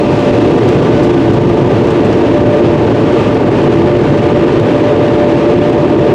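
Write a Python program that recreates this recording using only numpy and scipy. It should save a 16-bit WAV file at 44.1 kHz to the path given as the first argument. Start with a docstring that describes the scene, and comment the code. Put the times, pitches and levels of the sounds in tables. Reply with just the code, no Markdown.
"""In a car wash, inside a car that stands under the dryer blowers.
Turbulent air, shaped noise, roars on the body; a narrow drone, a sine of wandering pitch, booms in the cabin.
The fans add a hum and a thin whine, both nearly pure tones. Bright noise hisses over the glass,
a few drops tick on it, an edge sings faintly at first, and a limiter holds down the peaks.
Levels and spectra in the tables are relative: trims, normalisation and the limiter act on them later."""
import sys
import numpy as np
from scipy import signal
from scipy.fft import rfft, irfft
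from scipy.io import wavfile
from scipy.ndimage import uniform_filter1d, minimum_filter1d

SR = 44100
rng = np.random.default_rng(int(sys.argv[2]) if len(sys.argv) > 2 else 0)


def pcm_store(signal):
    """Save signal as 16-bit PCM."""
    levels = np.round(np.clip(np.atleast_2d(signal), -1, 1) * 32767)
    wavfile.write(sys.argv[1], SR, levels.astype(np.int16).T)


N = 270774
TIME = np.arange(N) / SR  # [s]
BINS = np.fft.rfftfreq(N, 1 / SR)  # [Hz]


def amp(db):
    """Logarithmic level: decibels become an amplitude ratio."""
    return 10 ** (np.asarray(db) / 20)


def unit(x):
    """Normalisation: scales a signal to an rms of 1."""
    return x / np.sqrt(np.mean(x ** 2) + 1e-20)


def level_curve(rows):
    """Linear interpolation: a (time, level) table read at every sample."""
    times, levels = np.transpose(rows)
    return np.interp(TIME, times, levels)


def spectrum(points):
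    """Log-frequency interpolation: a spectrum table read in dB at every bin."""
    hz, db = np.transpose(points)
    return np.interp(np.log(BINS + 1), np.log(hz + 1), db)


def noise(gain):
    """Spectral shaping: white noise weighted bin by bin, then set to an rms of 1."""
    white = rng.standard_normal(N)
    return unit(irfft(rfft(white) * gain, N))


def wander(rate_hz):
    """Slow random fluctuation: noise of rms 1 that is weak above the rate."""
    without_drift = BINS / (BINS + 1)
    slow = 1 / (1 + (BINS / rate_hz) ** 2)
    return noise(without_drift * slow)


def split(x, hz):
    """Complementary filtering: the parts below and above a frequency, which sum to the whole."""
    low = irfft(rfft(x) / (1 + (BINS / hz) ** 6), N)
    return low, x - low


def tone(hz, stray_hz, stray_rate_hz):
    """Frequency modulation: an rms-1 sine whose pitch is pushed about by the moving air."""
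    pitch_hz = hz + stray_hz * wander(stray_rate_hz)
    phase = 2 * np.pi * np.cumsum(pitch_hz) / SR
    return np.sqrt(2) * np.sin(phase)


# what differs between the two channels: (frequency [Hz], density [dB per Hz])
CHANNEL_DIFFERENCE = [(20, -25), (70, -22), (130, -7), (330, 8), (600, 2), (1200, -18), (2600, -15.5),
                      (5000, -34), (10000, -56.5), (16000, -71.5)]


def channel_difference(level_db=-41.0):
    """Sum and difference: a faint noise to be added to one channel and taken from the other."""
    return amp(level_db) * noise(amp(spectrum(CHANNEL_DIFFERENCE)))


# drops and spurts of spray on the glass: (time [s], level [dB], 60 dB decay time [s])
DROPS = [(.196, -39, .02), (.22, -44, .02), (0.689, -25.5, 0.01), (1.032, -33.5, .15), (1.335, -37, 0.1),
         (1.872, -37, 0.06), (1.907, -36, 0.043), (2.048, -40, .1), (2.128, -37, .05), (3.205, -38, 0.088),
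         (3.345, -37, .04), (3.63, -43, .08), (4.598, -35, .025), (5.695, -39, .06), (5.73, -40, .03)]
# ring of a drop on the glass: (frequency [Hz], density [dB per Hz])
GLASS_RING = [(1500, -11.5), (4000, 7), (7500, -2.5), (10000, -13), (15000, -22)]


def drops(tick_db=7, tick_s=0.00079, onset_s=0.0002):
    """Impact excitation: each drop is a crisp tick and a decaying splash of bright noise."""
    envelope = np.zeros(N)
    for start_s, level_db, t60_s in DROPS:
        age = np.maximum(TIME - start_s, 0)
        onset = 1 - np.exp(-age / onset_s)
        splash = amp(-60 * age / t60_s)
        tick = amp(tick_db) * np.exp(-age / tick_s)
        envelope += onset * amp(level_db) * (splash + tick)
    return envelope * noise(amp(spectrum(GLASS_RING)))


# air singing over an edge: one row of (frequency [Hz], half-width at 1/e gain [Hz],
# level [dB], time to fade to 1/e [s])
EDGE_SONG = (2619, 219, -37, 0.6)


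def edge_song():
    """Edge tone: a breathy, narrow band of noise that soon dies away."""
    hz, width_hz, level_db, fade_s = EDGE_SONG
    band = noise(np.exp(-((BINS - hz) / width_hz) ** 2))
    fade = np.exp(-(TIME / fade_s) ** 4)
    return amp(level_db) * fade * band


# air scouring the glass: (frequency [Hz], density [dB per Hz])
HISS_SPECTRUM = [(500, -5), (1000, 2.5), (1400, 2), (1850, 0.9), (2200, -1.5), (2650, -1.25), (3150, -5),
                 (3550, -7.5), (4300, -12.5), (5300, -17), (6900, -22.5), (8500, -29), (11000, -38),
                 (15500, -51.5)]
# force of the air that sweeps the glass: (time [s], level [dB])
SCOUR = [(0, -30), (0.25, -27.5), (0.55, -29.0), (0.8, -28.0), (1.5, -29), (2.25, -28), (2.7, -29),
         (3.25, -27.0), (3.45, -29.5), (3.63, -27), (3.85, -27.5), (4.7, -27), (4.95, -28), (5.6, -27),
         (5.8, -29), (6.14, -28)]
# extra spray while the glass is wet [dB], and the time constant of its drying [s]
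WET_DB, DRYING_S = 4.5, 2.7


def hiss(trim_db=2.5, gust_db=0.5, gust_hz=18, top_db=-1.36, top_flicker_db=0.46):
    """Turbulent flow noise: gusts move the hiss; its top, fine spray, also flickers and thins in drying."""
    low, top = split(noise(amp(spectrum(HISS_SPECTRUM))), 3200)
    drying_db = WET_DB * np.exp(-TIME / DRYING_S)
    spray_db = top_db + drying_db + top_flicker_db * wander(30)
    force_db = level_curve(SCOUR) + trim_db + gust_db * wander(gust_hz)
    return (low + top * amp(spray_db)) * amp(force_db)


# swells of the cabin drone: (time [s], level [dB])
BOOM_LEVEL = [(0, -25.5), (.45, -14), (.8, -20), (1.25, -12.5), (2.15, -23), (2.75, -15.5), (3.2, -26),
              (3.85, -11.5), (4.1, -24), (4.4, -11.5), (4.85, -24), (5.2, -15.5), (6.14, -17.5)]


def boom(swing=0.23, swing_hz=9):
    """Cabin drone: a narrow, unsteady tone under amplitude and frequency modulation."""
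    unsteadiness = 1 + swing * wander(swing_hz)
    return amp(level_curve(BOOM_LEVEL)) * unsteadiness * tone(345, stray_hz=7.47, stray_rate_hz=10.16)


# blade tone of the fans, which comes forward in swells: (time [s], level [dB])
HUM_LEVEL = [(0, -23.5), (0.3, -21.5), (0.65, -35), (1, -27.5), (1.5, -27.5), (2.05, -27), (2.4, -17),
             (3, -26), (3.3, -29.5), (3.9, -18.5), (4.35, -23.0), (4.6, -29), (4.85, -18), (5.7, -19),
             (6.14, -21.5)]
# thin motor whine: (time [s], level [dB])
WHINE_LEVEL = [(0, -48.5), (1.2, -34), (1.6, -45.5), (3, -40.5), (4.5, -46.5), (6.14, -62)]


def fans(blade_hz=589.3, third_db=-27, hum_trim_db=2.5, flutter=0.28, flutter_hz=9):
    """Blade-passing tone: a fluttering hum with a faint third harmonic, beside the motor whine."""
    fundamental = tone(blade_hz, stray_hz=0.7, stray_rate_hz=8)
    third = amp(third_db) * tone(3 * blade_hz, stray_hz=8, stray_rate_hz=15)
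    hum_level = amp(level_curve(HUM_LEVEL) + hum_trim_db) * (1 + flutter * wander(flutter_hz))
    whine = amp(level_curve(WHINE_LEVEL)) * tone(1501, stray_hz=2.1, stray_rate_hz=22)
    return hum_level * (fundamental + third) + whine


# air on the car body, as it comes through to the cabin: (frequency [Hz], density [dB per Hz])
ROAR_SPECTRUM = [(15, -43.5), (28, -36), (52, -15), (75, -10), (105, -2.5), (145, -1), (190, -4), (250, 1),
                 (340, 3), (465, 0), (520, -6), (660, -11.5), (1100, -21), (1700, -49.5), (6000, -90.5)]
# broad resonances of panels and cabin: (frequency [Hz], half-width at e^-2 of the lift [Hz], lift [dB])
PANELS = [(115.4, 15, 4), (150.2, 18, 2), (441.4, 16, 3.5), (583, 51, 6), (718, 46, 6.5), (906, 123, 6.5),
          (1012, 41, 3), (1189, 72, 12)]
# low buffeting, which swells early and then eases: (time [s], level [dB])
BUFFET_LEVEL = [(0, -17), (1.3, -14), (3.1, -16.5), (4.1, -15), (5, -18.5), (6.14, -16.5)]


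def roar(body_db=-10.0, gust_db=0.5, buffet_gust_db=1.6):
    """Forced vibration: turbulence shakes the panels steadily; low buffeting swells apart from the rest."""
    lift_db = sum(lift * np.exp(-2 * ((BINS - hz) / width) ** 2) for hz, width, lift in PANELS)
    low, body = split(noise(amp(spectrum(ROAR_SPECTRUM) + lift_db)), 199)
    buffet = unit(low) * amp(level_curve(BUFFET_LEVEL) + buffet_gust_db * wander(3))
    return buffet + unit(body) * amp(body_db + gust_db * wander(29))


def scene():
    """Superposition: every source reaches both channels alike, but for a faint difference."""
    side = channel_difference()
    cabin = drops() + edge_song() + hiss() + boom() + fans() + roar()
    return np.array([cabin + side, cabin - side])


def record(dry, drive_db=0.8, ceiling_db=-1.26, recovery_db_per_s=300, band_limit_hz=15700):
    """Peak limiting: gain ducks at once on each peak and soon recovers; then a low-pass band limit."""
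    loud = dry * amp(drive_db)
    peak_db = 20 * np.log10(abs(loud).max(0) + 1e-9)
    over_db = np.maximum(peak_db - ceiling_db, 0)
    # a running maximum on a rising ramp makes the ducking recover at a constant rate
    ramp_db = TIME * recovery_db_per_s
    duck_db = np.maximum.accumulate(over_db + ramp_db) - ramp_db
    # the gain is widened around each peak [samples], then smoothed
    gain = uniform_filter1d(minimum_filter1d(amp(-duck_db), size=61), size=61)
    low_pass = signal.firwin(511, band_limit_hz, window=("kaiser", 9), fs=SR)
    return signal.oaconvolve(loud * gain, low_pass[None], "same")


dry = scene()
out = record(dry)
pcm_store(out)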